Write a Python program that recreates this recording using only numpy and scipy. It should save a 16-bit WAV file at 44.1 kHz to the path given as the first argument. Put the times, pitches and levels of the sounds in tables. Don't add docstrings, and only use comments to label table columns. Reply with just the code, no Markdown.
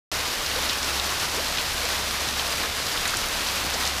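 import sys
import numpy as np
from scipy import signal
from scipy.fft import rfft, irfft
from scipy.io import wavfile

SR = 44100
rng = np.random.default_rng(int(sys.argv[2]) if len(sys.argv) > 2 else 0)


def file_out(sig):
    cols = np.atleast_2d(sig).T
    lim = np.clip(cols, -1, 1)
    pcm = np.round(lim * 32767).astype(np.int16)
    wavfile.write(sys.argv[1], SR, pcm)


N = 176400


def from_db(db):
    return 10 ** (np.asarray(db) / 20)


def rms_one(x):
    return x / np.sqrt(np.mean(x ** 2) + 1e-20)


def in_time(rows):
    return np.interp(np.arange(N) / SR, *np.transpose(rows))


def at_hz(points, hz):
    pitch_hz, level_db = np.transpose(points)
    return np.interp(np.log(hz), np.log(pitch_hz), level_db)


def bins_hz():
    return np.maximum(np.arange(N // 2 + 1) * SR / N, 1)


def drift(rate_hz):
    return rms_one(irfft(rfft(rng.standard_normal(N)) / (1 + (bins_hz() / rate_hz) ** 2), N))


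def colour(x, db):
    cepstrum = irfft(np.log(from_db(db)), N)
    fold = 1 + np.sign(N / 2 - np.arange(N))
    fold[0] = 1
    return irfft(rfft(x) * np.exp(rfft(cepstrum * fold)), N)


def band(x, hz, octaves, order):
    edges = [hz * 2 ** (-octaves / 2), min(hz * 2 ** (octaves / 2), SR / 2 - 1000)]
    return signal.sosfilt(signal.butter(order, edges, "band", fs=SR, output="sos"), x)


def add(out, start_s, sound):
    i = int(np.clip(start_s * SR, 0, N - 1))
    out[i:i + len(sound)] += sound[:N - i]


def rain_db(hz):
    # pitch_hz, relative_db
    rain_tone = [(59, -30), (100, 0), (159, -1), (281, -1.5), (402, -2.5), (496, -1), (876, -0.5),
                 (1060, 0.5), (2040, -2), (4260, -2), (5040, -3), (8720, -12), (11700, -11.5), (14500, -17),
                 (15400, -18.5)]
    return at_hz(rain_tone, hz) - 10 * np.log10(1 + (90 / hz) ** 6)


def hum(pitch_hz=68.9, waver_hz=0.26, boost_db=1.5, rumble_db=-44.5):
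    # time_s, relative_db
    swells = [(0.12, -45), (0.22, -46), (0.39, -56), (0.44, -47), (0.65, -40.5), (0.72, -50.5), (0.97, -39),
              (1.22, -48.5), (1.49, -42.5), (1.61, -48), (1.78, -43), (2.8, -45), (2.84, -52), (3.05, -52),
              (3.53, -45.5), (3.96, -40), (4.0, -44)]
    # pitch_hz, relative_db
    rumble_tone = [(18, -9), (28, -1), (38, 1), (52, -12), (72, -9), (92, -1), (115, -25), (170, -28)]
    tone = np.sin(2 * np.pi * np.cumsum(pitch_hz + waver_hz * drift(3.7)) / SR)
    hz = bins_hz()
    edge_loss_db = 10 * np.log10(1 + (hz / 200) ** 4 + (15 / hz) ** 4)
    rumble = colour(rng.standard_normal(N), at_hz(rumble_tone, hz) - edge_loss_db)
    return from_db(in_time(swells) + boost_db) * rms_one(tone) + from_db(rumble_db) * rms_one(rumble)


def wash(flicker_db=0.91):
    # pitch_hz, gain_db
    tilt = [(150, -4.5), (500, -2.5), (1500, 0), (4000, 0), (8000, 0), (14000, -1)]
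    hz = bins_hz()
    hiss = colour(rng.standard_normal(N), rain_db(hz) + at_hz(tilt, hz))
    return from_db(flicker_db * drift(13.3)) * rms_one(hiss)


def patter(surfaces=12, drops_per_s=2600, spread_db=4, spray_gain=0.43, spray_s=0.0067, relative_db=-5):
    # pitch_hz, gain_db
    tilt = [(150, -1), (500, 1.3), (1500, -1.5), (4000, -0.3), (8000, 0.4), (14000, -2.5)]
    hz, out = bins_hz(), 0
    centres_hz, width_octaves = np.geomspace(250, 12000, surfaces), 1.09
    shares = np.array([1 / (1 + (np.log2(hz / c) / width_octaves) ** 2) ** 3 for c in centres_hz])
    tone_db = rain_db(hz) + at_hz(tilt, hz)
    fade = np.exp(-2 / (spray_s * SR))
    for share in shares / shares.sum(axis=0):
        sizes = from_db(spread_db * np.minimum(rng.exponential(1, N), 4.04))
        hits = rng.random(N) < drops_per_s / surfaces / SR
        ticks = sizes * hits * rng.choice([-1, 1], N)
        spray_power = signal.lfilter([1 - fade], [1, -fade], ticks ** 2 + 1e-18)
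        spray = np.sqrt(spray_power) * rng.standard_normal(N)
        out = out + colour(rms_one(ticks + spray_gain * spray), tone_db + 10 * np.log10(share))
    return from_db(relative_db) * rms_one(out)


def small_bubbles(per_s=80, low_hz=1500, high_hz=6540, fade_cycles=10.3, rise=0.062):
    out, t = np.zeros(N), np.arange(1500) / SR
    for elapsed, pitch_draw, level_draw in rng.random((1500, 3)).cumsum(axis=0):
        start_s = 2 * elapsed / per_s
        if start_s < N / SR:
            hz = low_hz * (high_hz / low_hz) ** (pitch_draw % 1)
            age = hz * t / fade_cycles
            level_db = -34 - np.log(max(level_draw % 1, .03))
            ring = np.sin(2 * np.pi * hz * t * (1 + rise * age / 2))
            add(out, start_s, from_db(level_db) * np.exp(-age) * ring)
    return out


def plops(bend=1.68, fade_share=0.14, gurgle_hz=110):
    # start_s, length_s, first_hz, last_hz, level_db
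    bubbles = [(0.558, 0.039, 475, 620, -29.5), (1.367, 0.044, 371, 747, -30),
               (1.836, 0.032, 427, 740, -31.5), (3.1353, 0.0092, 1154, 2000, -21.5),
               (3.736, 0.038, 430, 1050, -30.5)]
    out = np.zeros(N)
    throb = from_db(0.5 * drift(gurgle_hz))
    wobble = 1 + 0.045 * drift(gurgle_hz)
    for start_s, length_s, first_hz, last_hz, level_db in bubbles:
        age = np.linspace(0, 1, int(length_s * SR))
        now = int(start_s * SR) + np.arange(len(age))
        hz = (first_hz + (last_hz - first_hz) * age ** bend) * wobble[now]
        swell = np.minimum(np.minimum(age, 1 - age) / fade_share, 1) * throb[now]
        add(out, start_s, from_db(level_db) * swell * np.sin(2 * np.pi * np.cumsum(hz) / SR))
    return out


def near_drops(samples=3000):
    # start_s, tick_db, splash_db, pitch_hz, fade_s
    drops = [(.278, -22, -28, 5500, .004), (0.462, -22, -25, 4700, .004), (.512, -20, -23, 3000, .005),
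             (.559, -27, -26, 4470, .007), (0.625, -16, -27, 5100, .003), (0.691, -18, -28, 4000, .008),
             (0.696, -10, -21.5, 3800, 0.012), (0.7315, -12, -23, 3980, .0045),
             (.785, -17, -30, 5500, .005), (.830, -9.5, -34, 4400, .004), (0.845, -16, -28, 4960, .004),
             (0.998, -10, -19.5, 3600, 0.003), (1.044, -16, -28, 5200, .004),
             (1.197, -24, -26, 6300, 0.008), (1.5724, -10, -23, 3800, 0.006),
             (1.584, -9.5, -20, 2700, 0.004), (1.586, -24, -29, 3800, 0.035), (1.854, -11, -26, 4800, .004),
             (2.288, -11, -28, 3960, .004), (2.310, -15, -34, 5000, .004), (2.395, -21, -25, 3370, 0.0082),
             (2.635, -28, -24.5, 1500, 0.007), (2.867, -15, -23, 5000, .004),
             (2.956, -27, -20, 1150, 0.0044), (2.9746, -22, -19.5, 3240, 0.003),
             (3.055, -17, -20, 3500, 0.0021), (3.0547, -20, -25.5, 1500, 0.016),
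             (3.077, -29, -23, 7850, 0.0049), (3.096, -14, -31, 5000, .004),
             (3.1703, -8, -23.5, 6600, 0.0032), (3.487, -15, -20, 3600, 0.0028),
             (3.708, -26, -30, 6000, .004), (3.741, -16, -25, 5460, 0.0081), (3.825, -18, -24, 1600, .006),
             (3.853, -10, -25, 4200, .006), (3.8758, -11, -23, 4800, .005)]
    out, t = np.zeros(N), np.arange(samples) / SR
    for start_s, tick_db, splash_db, pitch_hz, fade_s in drops:
        tick = band(1.0 * (t == 0), pitch_hz, octaves=1.33, order=3)
        hiss = band(rng.standard_normal(samples), pitch_hz, octaves=0.66, order=2)
        splash = rms_one(hiss) * np.exp(-t / fade_s)
        add(out, start_s, from_db(tick_db) * tick / np.abs(tick).max() + from_db(splash_db) * splash)
    return out


def scene():
    # time_s, gain_db
    strength = [(0.15, -27.5), (0.3, -29.5), (0.5, -28), (0.85, -28), (1.05, -28.5), (1.4, -28),
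                (1.65, -28.5), (1.9, -28), (2.15, -29), (2.55, -27.5), (2.75, -29), (3.05, -28),
                (3.35, -29), (3.85, -27), (3.97, -29)]
    rain = from_db(in_time(strength)) * (wash() + patter())
    return np.tile(rain + small_bubbles() + near_drops() + plops() + hum(), (2, 1))


def record(dry, start_s=0.116, cutoff_hz=15450):
    live = np.arange(N) / SR >= start_s
    treble_cut = signal.ellip(12, .1, 80, cutoff_hz, fs=SR, output="sos")
    return signal.sosfilt(treble_cut, dry * live)


dry = scene()
out = record(dry)
file_out(out)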